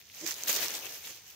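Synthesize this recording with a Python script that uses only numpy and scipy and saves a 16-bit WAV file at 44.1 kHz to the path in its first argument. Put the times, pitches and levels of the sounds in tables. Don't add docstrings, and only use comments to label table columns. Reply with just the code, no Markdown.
import sys
import numpy as np
from scipy import signal
from scipy.fft import rfft, irfft, next_fast_len
from scipy.io import wavfile
from scipy.ndimage import uniform_filter1d

SR = 44100
rng = np.random.default_rng(int(sys.argv[2]) if len(sys.argv) > 2 else 0)


def how_loud(loudness_db):
    steps = np.asarray(loudness_db, float) / 20
    return 10 ** steps


def persist_wave(psi):
    counts = np.round(np.clip(psi, -1, 1) * 32767).astype(np.int16)
    wavfile.write(sys.argv[1], SR, np.atleast_2d(counts).T)


N = 59535
T = np.arange(N) / SR


def rms_one(x):
    return x / np.sqrt(np.mean(x ** 2) + 1e-20)


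def at_hz(points, hz):
    table_hz, value = np.array(points).T
    return np.interp(np.log(hz), np.log(table_hz), value)


def sides(pan_db):
    return how_loud(np.array([pan_db / 2, -pan_db / 2]))


def filtered(x, order, hz, kind):
    return signal.sosfilt(signal.butter(order, hz, kind, fs=SR, output="sos"), x)


def drift(rate_hz):
    r = np.exp(-80 * np.pi * rate_hz / SR)
    white = rng.standard_normal((2, N // 40 + 402))
    slow = signal.lfilter([1], [1, -2 * r, r * r], white)[:, 400:]
    return np.array([np.interp(np.arange(N) / 40, np.arange(len(v)), rms_one(v)) for v in slow])


# [pitch_hz, likeness_0_to_1]
LIKENESS = [(60, 0.54), (180, 1), (550, 0.75), (1650, 0.51), (4970, 0), (15000, 0.04)]


def bands():
    edges = 25 * 2 ** np.arange(0, 9.6, .5)
    white = rng.standard_normal((2, 2, N))
    for k, (low, high) in enumerate(zip(edges, edges[1:])):
        mid, side = filtered(white[k % 2], 2, [low, high], "band")
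        hz = np.sqrt(low * high)
        alike = np.clip(at_hz(LIKENESS, hz), -.95, .99)
        yield hz, np.sqrt(1 + alike) * mid + np.sqrt(1 - alike) * side * [[1], [-1]]


# [pitch_hz, level_db]
AIR = [(15, -47), (25, -32), (76, 1.5), (211, -10.5), (1150, -22.5), (2810, -11.5), (6310, -13),
       (8970, -41), (15800, -22)]


def air():
    floor = sum(how_loud(at_hz(AIR, hz)) * noise for hz, noise in bands())
    return how_loud(-60.5) * rms_one(floor)


def ring(x, hz, t60_s):
    r, w = how_loud(-60 / (t60_s * SR)), 2 * np.pi * hz / SR
    return signal.lfilter([0, np.sin(w)], [1, -2 * r * np.cos(w), r * r], x + 1e-18)


# [pitch_hz, level_db, t60_s]
BOARD = [
    (180, -13, .04),
    (430, -16, .03),
    (580, -14, .03),
]


def pole_rub():
    start_s, peak_s, end_s, stop_s = .212, .243, .253, .002
    rise = how_loud(np.interp(T, [start_s, peak_s], [-11, 0]))
    push = rise * (T > start_s) * np.exp(-np.clip(T - end_s, 0, 1) / stop_s)
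    rough = 0
    for hz, db, t60_s in BOARD:
        mode = ring(rng.standard_normal(N), hz, t60_s)
        rough = rough + how_loud(db) * mode / np.sqrt(uniform_filter1d(mode ** 2, size=600) + 1e-9)
    judder_hz = np.interp(T, [start_s, end_s], [300, 340])
    judder = np.sin(2 * np.pi * np.cumsum(judder_hz) / SR)
    judder_db = 1 + np.interp(T, [start_s, peak_s], [-10, 0])
    return how_loud(-40) * push * (rough + how_loud(judder_db) * judder)


# [start_s, peak_db, pitch_hz, broad_part_db]
TICKS = [(.0138, -42, 3100, -6), (.0232, -45, 3000, -4), (.0545, -48, 5000, -3), (.0695, -48, 5000, -6),
         (.0825, -46, 3200, -3), (.0992, -41, 2600, -9), (.1172, -44, 4000, -2), (.141, -41, 2600, -5),
         (.1472, -39, 6000, -2), (.159, -41, 14000, 0), (.169, -41, 3100, -6), (.1905, -37, 6000, -4),
         (.2018, -36, 6200, 2), (.2142, -38, 5600, -6)]
# [start_s, peak_db, pitch_hz, broad_part_db]
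STALKS = [(.2642, -21, 6000, 3), (.2745, -21, 6600, -2), (.2765, -24, 5200, -2), (.2935, -26, 6000, 2),
          (.3095, -20, 6200, 0), (.3148, -23, 6500, 0), (.3225, -27, 5000, 0), (.3418, -30, 6500, -3),
          (.4245, -31, 5200, -3), (.4356, -21, 5900, 2), (.460, -31, 6400, -3), (.4826, -16, 5900, 3),
          (.4868, -19, 13100, 0), (.4972, -14, 13500, 5), (.5289, -20, 7000, 5), (.5525, -21, 5200, 0),
          (.5628, -20, 5700, 1), (.6445, -22, 6400, 0), (.6826, -21, 6400, 1), (.7055, -27, 7200, -2),
          (.7515, -27, 6100, 0), (.798, -32, 7000, -2), (.8562, -28, 7000, -3), (.8668, -29, 2400, -5),
          (1.0514, -38, 6400, 2), (1.073, -35, 3000, 3), (1.195, -43, 5000, 2), (1.3092, -38, 12000, 4)]


def snaps():
    t60_s, width, alike = .007, .45, .4
    size = 512
    out, t = np.zeros((2, N + size)), np.arange(size) / SR
    for start_s, db, hz, broad_db in [*STALKS, *TICKS]:
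        white = rng.standard_normal((3, size))
        noise = (alike * white[0] + (1 - alike) * white[1:]) * how_loud(-60 * t / t60_s)
        edges = [hz / (1 + width), min(hz * (1 + width), .45 * SR)]
        burst = filtered(noise, 2, edges, "band") + how_loud(broad_db) * noise / 2
        i = int(start_s * SR)
        out[:, i:i + size] += how_loud(db + 1.5) * burst / np.abs(burst).max(axis=1, keepdims=True)
    return filtered(out[:, :N], 2, 1500, "high")


# [start_s, hold_s, level_db, brightness_db_per_octave, left_right_db]
SHOVES = [
    (0.257, 0.061, -39, 0.5, -2.5),
    (.468, 0.032, -35.5, 0.5, 5),
    (0.487, 0.015, -30.5, -1, -2.5),
    (0.504, 0.062, -37.5, 1.5, 6.5),
    (0.596, 0.063, -38.5, 0, 8),
    (0.697, 0.011, -42.5, -1.5, 3),
    (0.731, 0.04, -42.5, 0.5, 3.5),
    (0.837, 0.02, -48.5, -2, 9),
    (1.034, 0.049, -48.5, -0.5, -2),
    (1.084, 0.026, -49, -1, -2),
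]


def shoves(octaves):
    attack_s, release_db_per_s = .009, 700
    power = 0
    for start_s, hold_s, db, tilt_db, pan_db in SHOVES:
        attack = np.clip(T - start_s, 0, None) / attack_s
        attack = np.minimum(attack, 1)
        release_db = release_db_per_s * np.clip(T - start_s - hold_s, 0, 1)
        gain = sides(pan_db)[:, None] * how_loud(db + tilt_db * octaves - release_db)
        power = power + attack ** 2 * gain ** 2
    return power


def crackles(vigour_db):
    breaks_per_s, spread_db = 560, 2.5
    born = rng.random(N) < breaks_per_s * how_loud(.3 * vigour_db) / SR
    return born * how_loud(2 * spread_db * np.minimum(rng.exponential(1, N), 4))


# [start_s, level_db, body_weight_on_ground_db, left_right_db]
SLIDE = [(0, -65, -1, 18), (.04, -66, -8, -5), (0.129, -58, -5.5, 3), (0.158, -52, 1, 2),
         (.25, -47, 3.5, -2), (0.362, -48, 2.5, 1.5), (0.459, -45.5, 4.5, -0.5), (.59, -37, 3.5, -3),
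         (.70, -41.5, 3, 1.5), (.82, -47, 6, 3), (0.961, -46.5, 2, 0.5), (1.0, -52, 0, 2),
         (1.15, -50.5, -3, 1.5), (1.222, -59.5, 2, 3.5), (1.29, -54, -3.5, 0.5), (1.35, -60, 3, 3)]
# [pitch_hz, level_db]
LEAVES = [(60, -9.5), (200, -11), (400, -2), (1200, -8.5), (2500, 1.5), (5000, 1), (9000, 0), (15000, -2)]


def litter():
    weight_hz = 1540
    start_s, *curves = np.transpose(SLIDE)
    db, weight_db, pan_db = (np.interp(T, start_s, curve) for curve in curves)
    vigour_db = db - db.mean()
    shared, out = crackles(vigour_db), 0
    for hz, noise in bands():
        burst_s = 0.00061 + 16 / hz / 10
        r = np.exp(-1 / (SR * burst_s))
        breaks = shared + how_loud(2 * 1) * crackles(vigour_db)
        power = signal.lfilter([1 - r], [1, -r], breaks + 1e-18)
        power = power / uniform_filter1d(power, size=2500) + how_loud(2 * -1.5)
        slide_db = db + weight_db / (1 + (hz / weight_hz) ** 4)
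        slide = (how_loud(slide_db) * sides(pan_db)) ** 2
        stir = slide + shoves(np.log2(hz / 4000))
        patchy_db = 2.0 * drift(11) * (hz > weight_hz)
        out = out + how_loud(at_hz(LEAVES, hz) + patchy_db) * np.sqrt(power * stir) * noise
    return how_loud(-0.5) * out


def scene():
    return air() + pole_rub() + snaps() + litter()


# [pitch_hz, level_db]
PORT_LEFT = [(100, -3.5), (1000, 3.5), (4500, -1), (6500, -3), (10500, -3), (13500, 4.5), (15500, 2.5)]
# [pitch_hz, level_db]
PORT_RIGHT = [(100, -3.5), (1000, 1), (4200, 0), (6500, 8), (8000, -3.5), (9300, -14), (11500, -8),
              (14500, 3.5)]


def port_colour(x):
    size = next_fast_len(N + 2048)
    hz = np.maximum(np.arange(size // 2 + 1) * SR / size, 1)
    colour_db = np.array([at_hz(PORT_LEFT, hz), at_hz(PORT_RIGHT, hz)])
    return irfft(rfft(x, size) * how_loud(colour_db), size)[:, :N]


def roll_off(x):
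    return signal.sosfilt(signal.butter(12, 16250, fs=SR, output="sos"), x)


def record(dry):
    x = port_colour(dry)
    x = signal.sosfilt(signal.cheby2(24, 60, 15950, fs=SR, output="sos"), x)
    x = filtered(x, 2, 55, "high")
    return roll_off(x)


dry = scene()
out = record(dry)
persist_wave(out)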